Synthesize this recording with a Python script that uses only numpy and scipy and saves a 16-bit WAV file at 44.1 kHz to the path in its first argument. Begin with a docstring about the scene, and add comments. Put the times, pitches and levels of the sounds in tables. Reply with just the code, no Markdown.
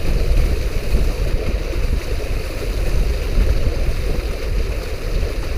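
"""Canal side, a small camera a few metres from an outflow pipe. From the start the jet plunges in: big
bubbles gurgle where it drives air under, lumps of water slap, drops and spray patter back on top.
Gusts buffet the microphone through the first second and a half. Near 2 s the jet falters; the wind
eases, then picks up again at 3 s. The splash thins once more at 4.5 s and runs on to the end."""
import sys
import numpy as np
from scipy import signal
from scipy.fft import rfft, irfft
from scipy.io import wavfile
from scipy.ndimage import uniform_filter1d

SR = 44100
rng = np.random.default_rng(int(sys.argv[2]) if len(sys.argv) > 2 else 0)


def dump_mix(stems):
    """Bounce the given channels to the path in sys.argv[1] as a 16-bit WAV at rate SR."""
    frames = np.atleast_2d(stems).T  # one column per channel
    limited = np.clip(frames, -1, 1)  # hard clip at full scale
    pcm = np.round(limited * 32767).astype(np.int16)
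    wavfile.write(sys.argv[1], SR, pcm)


N = 245637
TIME, FREQS = np.arange(N) / SR, np.fft.rfftfreq(N, 1 / SR)

# Tone of each source at the microphone. Each row: frequency in Hz, gain in dB.
SPLASH_TONE = [(500, -14), (850, -5.5), (1270, -2), (1590, -5.5), (2570, 0.5), (3360, -13.5), (3830, -6),
               (4640, -5.5), (5470, -14), (6070, -13), (6800, -18.5), (8840, -38), (15000, -120)]
GURGLE_TONE = [(150, -35), (260, -7), (411, -0.5), (521, -1), (760, -16), (990, -85), (1670, -120)]
SPRAY_TONE = [(4290, -2), (7300, -1.5), (8520, -6), (9210, -0.5), (10200, 1), (12600, -3.5), (14700, -3.5),
              (15300, -5)]
WIND_TONE = [(8.2, -22), (14, 4), (27, 0.5), (46, 1), (66, -4), (183, -22), (240, -25), (310, -60),
             (530, -120)]
# The jet falters. Each row: time in seconds, depth in dB.
JET_FALTERS = [(0.335, 1.5), (1.355, 2), (1.92, 3.5), (3.55, 0.4), (4.52, 3), (4.98, 1.5), (5.39, 2)]
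# Lumps of water hit the canal. Each row: time in seconds, relative level in dB, centre in Hz.
WATER_SLAPS = [(0.053, -29, 2210), (0.37, -21, 2520), (0.438, -27, 1410), (0.9, -34, 2500),
               (1.269, -37, 2540), (1.463, -20.5, 2540), (1.719, -24, 2510), (1.829, -27, 2210),
               (2.017, -21, 2050), (2.439, -24.5, 1790), (2.582, -25.5, 2500), (2.861, -28, 2190),
               (3.218, -22, 2450), (3.407, -25, 1410), (3.491, -24.5, 1570), (4.421, -23, 2240),
               (4.819, -30, 1250), (5.289, -23, 1740), (5.43, -21, 1090)]
# How much air the jet drags under. Each row: time in seconds, relative gurgle level in dB.
AIR_INTAKE = [(0.0, -31.5), (0.2, -29.0), (0.73, -31), (1.38, -30), (1.85, -32), (3.79, -29.5), (3.96, -34),
              (4.1, -30.5), (5.02, -31), (5.25, -30), (5.57, -32.5)]
# Big air pockets break loose. Each row: start in seconds, relative level in dB, pitch in Hz.
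AIR_POCKETS = [(0.214, -16, 438), (0.532, -20, 400), (0.983, -16, 373), (1.273, -17, 371),
               (1.392, -14, 442), (1.417, -19, 435), (1.475, -23, 470), (1.697, -15.5, 487),
               (1.728, -17.5, 337), (2.11, -20, 398), (2.221, -18, 404), (2.622, -16, 395),
               (2.863, -18.5, 407), (3.491, -17.5, 508), (3.741, -19, 537), (4.094, -15.5, 424),
               (4.42, -19, 454), (5.268, -15.5, 457)]
# How much fine spray flies. Each row: time in seconds, relative level in dB.
SPRAY_LEVEL = [(0.0, -47), (1.04, -45), (1.45, -51.5), (2.07, -47.0), (2.87, -45.5), (3.73, -49.5),
               (4.02, -46), (4.52, -50), (4.81, -47.5), (5.57, -49.5)]
# Wind strength at the microphone. Each row: time in seconds, relative level in dB.
WIND_LEVEL = [(0.0, -17.5), (0.38, -14.5), (0.7, -20.5), (0.96, -15.5), (1.73, -22), (1.9, -18.5),
              (2.04, -22.5), (2.36, -21.5), (2.47, -24.5), (3.03, -16), (3.26, -22), (3.4, -14),
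              (4.38, -22), (4.58, -17.5), (4.9, -25.5), (5.19, -17.5), (5.33, -23.0), (5.57, -19.5)]
# Lulls between gusts. Each row: time in seconds, depth in dB.
WIND_LULLS = [(0.015, 5.5), (0.82, 4), (1.155, 11), (1.44, 6), (1.63, 1), (2.02, 4), (3.74, 5.5),
              (4.385, 7), (5.0, 3)]
# Single eddies thump the microphone. Each row: time in seconds, relative level in dB.
EDDY_HITS = [(0.084, -13), (0.379, -15), (0.519, -15), (0.965, -20), (1.108, -15), (1.345, -25),
             (1.49, -13.5), (1.84, -23), (1.934, -18), (2.13, -21), (2.32, -21), (2.879, -17.5),
             (2.974, -24), (3.422, -19.5), (3.649, -20), (3.872, -20), (4.1, -18.5), (4.149, -14),
             (5.211, -22)]
# Bands where the camera's housing rings or cancels. Each row: centre in Hz, width in Hz, gain in dB.
HOUSING_BANDS = [(1760, 200, 1.5), (1970, 120, -1.5), (2700, 160, 0), (3420, 300, -3), (4360, 250, 0),
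                 (4940, 530, 1.7), (5400, 220, -1), (6000, 300, 2), (7410, 330, -5), (8600, 500, -2),
                 (15300, 400, 5)]

FALTER_S, LULL_S = 0.035, 0.029  # half-widths of the dips


def splash(surge, level_db=-36.5, surge_db=0.92, bright_hz=3400, bright_share=0.35):
    """Drops hit the canal and trap small ringing bubbles over hissing foam; more spray, more treble."""
    drops = swarm(lo_hz=637, hi_hz=8320, per_s=2600, cycles=1.76, rise=0.021, spread_db=-0.5, sizes=28)
    plinks = swarm(lo_hz=804.7, hi_hz=7553, per_s=900, cycles=13.5, rise=0.019, spread_db=2.5, sizes=90)
    water = drops + gain_of(-3.5) * plinks + gain_of(5) * froth(patchy_db=1.5)
    patter = steadied(coloured(water, SPLASH_TONE), seconds=0.12)
    spray_db = curve(SPRAY_LEVEL)
    body = signal.sosfiltfilt(lowpass(bright_hz), patter)
    treble = (patter - body) * gain_of(bright_share * (spray_db - spray_db.mean()))
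    flow_db = shower_db() - dips(JET_FALTERS, FALTER_S) + surge_db * surge
    return gain_of(level_db + flow_db) * (body + treble)


def slaps(attack_s=0.00058, decay_s=0.0078, octaves=0.37, level_db=-7):
    """A lump of water lands: a short burst in the tone of the splash, strongest round one pitch."""
    out, t = np.zeros(N), np.arange(SR // 10) / SR
    freqs = np.fft.rfftfreq(len(t), 1 / SR) + 1
    hiss = coloured(rng.standard_normal(N), SPLASH_TONE)
    envelope = (1 - np.exp(-t / attack_s)) * np.exp(-t / decay_s)
    for start, db, hz in WATER_SLAPS:
        band = np.exp(-np.log2(freqs / hz) ** 2 / (2 * octaves ** 2))
        burst = irfft(rfft(hiss[int(start * SR):], len(t)) * band, len(t))
        add(out, start - 0.002, gain_of(db + level_db) * unit_rms(burst) * envelope)
    return out


def shower_db(rise_s=0.013):
    """Each slap throws up a brief shower of drops: the level swells and sinks back."""
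    ages = [np.maximum(TIME - start, 0) / rise_s for start, _, _ in WATER_SLAPS]
    return 2.0 * np.max([age * np.exp(1 - age) for age in ages], axis=0)


def gurgle(level_db=-0.86, gulp_db=2.0, uneven_db=0.75):
    """The jet drags a cloud of large bubbles under; it thickens round each gulp."""
    cloud = swarm(lo_hz=189, hi_hz=954.5, per_s=700, cycles=5.95, rise=0.04, spread_db=0.5, sizes=36)
    churn = coloured(cloud + gain_of(-9.5) * rng.standard_normal(N), GURGLE_TONE)
    mouthfuls_db = gulp_db * swells(AIR_POCKETS, width_s=0.026) + uneven_db * flutter(rate_hz=12)
    intake_db = curve(AIR_INTAKE) - dips(JET_FALTERS, FALTER_S)
    return gain_of(level_db + intake_db + mouthfuls_db) * steadied(churn, seconds=0.051)


def gulps(level_db=-1.0):
    """Single large air pockets ring out of the cloud."""
    out = np.zeros(N)
    for start, db, hz in AIR_POCKETS:
        add(out, start, gain_of(db + level_db) * bubble(hz, cycles=3.7, rise=0.012))
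    return out


def spray(surge, level_db=1.5, surge_db=0.8, shower_share=1.8):
    """The finest droplets fizz and tinkle, thrown up by the same surges as the splash."""
    ticks = swarm(lo_hz=5630, hi_hz=17000, per_s=7300, cycles=1.4, rise=0.02, spread_db=1, sizes=16)
    tinkles = swarm(lo_hz=5940, hi_hz=15350, per_s=900, cycles=39, rise=0.0146, spread_db=4, sizes=60)
    fizz = ticks + gain_of(-9) * tinkles + gain_of(2.5) * froth(patchy_db=1.8)
    flying_db = curve(SPRAY_LEVEL) + shower_share * shower_db() + surge_db * surge
    return gain_of(level_db + flying_db) * coloured(fizz, SPRAY_TONE)


def swarm(lo_hz, hi_hz, per_s, cycles, rise, spread_db, sizes):
    """Bubbles of many sizes born at random, with even power per Hz."""
    out = np.zeros(N)
    for hz in np.geomspace(lo_hz, hi_hz, sizes):
        births = rng.random(N) < per_s / sizes / SR
        strength = gain_of(spread_db * np.minimum(rng.exponential(1, N), 4))
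        ring = bubble(hz, cycles, rise)
        out += signal.oaconvolve(births * strength, ring * np.sqrt(hz / np.sum(ring ** 2)))[:N]
    return unit_rms(out)


def bubble(hz, cycles, rise):
    """A pocket of air rings for some cycles; its pitch climbs as it nears the surface."""
    age = np.arange(int(6 * cycles / hz * SR) + 2) * hz / cycles / SR  # in decay times
    envelope = (1 - np.exp(-2 * age * cycles)) * np.exp(-age)
    return envelope * np.sin(2 * np.pi * cycles * (age + rise * age ** 2 / 2))


def froth(patchy_db):
    """The hiss of countless merged drops, in brief patches of pitch."""
    frames = dict(nperseg=512, noverlap=384)
    hiss = signal.stft(rng.standard_normal(N), **frames)[2]
    patches = uniform_filter1d(rng.standard_normal(hiss.shape), size=12, axis=0)  # across pitch
    patches = unit_rms(uniform_filter1d(patches, size=10, axis=1))  # across time
    return unit_rms(signal.istft(hiss * gain_of(patchy_db * patches), **frames)[1][:N])


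def wind(push_db=-1.0, eddies_db=-13.0, eddies_follow=0.88, puff_db=2.5):
    """Turbulence pushes on the microphone in lumps; its finer eddies come in the strongest pushes."""
    air = coloured(rng.standard_normal(N), WIND_TONE)
    rumble = signal.sosfiltfilt(lowpass(hz=70), air)
    push = steadied(rumble, seconds=0.057)
    eddies = steadied((air - rumble) * (abs(signal.hilbert(push)) + 1.5), seconds=0.054)
    gust_db = curve(WIND_LEVEL) + puff_db * swells(EDDY_HITS, width_s=0.045) - dips(WIND_LULLS, LULL_S)
    lumps = flutter(rate_hz=6)
    return (gain_of(gust_db + push_db + 0.8 * lumps) * push
            + gain_of(eddies_follow * gust_db + eddies_db + 1.8 * lumps) * eddies)


def buffets(rise_s=0.007, ripple_share=0.32, ripple_hz=260, level_db=1):
    """An eddy strikes the microphone: one swing of pressure carrying a short low ripple."""
    out, age = np.zeros(N), np.arange(SR // 10) / SR / rise_s
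    envelope, swing = age * np.exp(1 - age), -np.cos(np.pi * age / 2)
    for time, db in EDDY_HITS:
        ripple = unit_rms(signal.sosfilt(lowpass(ripple_hz), rng.standard_normal(len(age))))
        add(out, time - rise_s, gain_of(db + level_db) * envelope * (swing + ripple_share * ripple))
    return out


def wander(rate_hz):
    """Random drift of rms 1, strongest round rate_hz."""
    ratio = FREQS / rate_hz
    return unit_rms(irfft(rfft(rng.standard_normal(N)) * ratio / (1 + ratio ** 2), N))


def flutter(rate_hz):
    """Uneven swings of rms 1, about rate_hz a second, with no slow drift."""
    ratio = FREQS / rate_hz
    swings = irfft(rfft(rng.standard_normal(N)) * ratio ** 2 / (1 + ratio ** 4), N)
    return steadied(swings, seconds=0.2)


def swells(events, width_s):
    """A smooth hump of height 1 round each event."""
    return np.max([np.exp(-((TIME - time) / width_s) ** 2) for time, *_ in events], axis=0)


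def dips(events, width_s):
    """Decibels lost in a smooth hollow round each event."""
    return sum(db * np.exp(-((TIME - time) / width_s) ** 2) for time, db in events)


def curve(rows):
    """Levels joined by straight lines in time."""
    return np.interp(TIME, *np.transpose(rows))


def coloured(x, tone):
    """Shapes a signal's spectrum, at rms 1."""
    hz, db = np.transpose(tone)
    tone_db = np.interp(np.log(FREQS + 1), np.log(hz + 1), db)
    return unit_rms(irfft(rfft(x) * gain_of(tone_db), N))


def steadied(x, seconds):
    """Holds the mean power steady over spans longer than seconds."""
    size = int(seconds * SR)
    power = uniform_filter1d(uniform_filter1d(x ** 2, size), size)
    return x / np.sqrt(power + 1e-9)


def lowpass(hz):
    """A second-order low-pass filter."""
    return signal.butter(2, hz, fs=SR, output="sos")


def gain_of(db):
    """Decibels to a factor."""
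    return 10 ** (db / 20)


def unit_rms(x):
    """Scales to an rms of 1."""
    return x / np.sqrt(np.mean(x ** 2) + 1e-20)


def add(mix, start_s, sound):
    """Lays a sound into the mix."""
    part = mix[max(round(start_s * SR), 0):][:len(sound)]
    part += sound[:len(part)]


def scene():
    """The jet surges a few metres off, the wind is right on the microphone; open water gives no echo."""
    surge = wander(rate_hz=20)
    air = wind() + buffets()
    water = gurgle() + gulps() + splash(surge) + slaps() + spray(surge)
    return (water + air)[None]


def record(dry, edge_hz=15350):
    """The camera's mono microphone: coloured by its housing, cut off above edge_hz."""
    housing_db = sum(db * np.exp(-(2 * (FREQS - hz) / width) ** 2) for hz, width, db in HOUSING_BANDS)
    boxed = irfft(rfft(dry) * gain_of(housing_db), N)
    band_limit = signal.firwin(1023, edge_hz, window=("kaiser", 9), fs=SR)
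    return signal.oaconvolve(boxed, band_limit[None], "same")


dry = scene()
out = record(dry)
dump_mix(out)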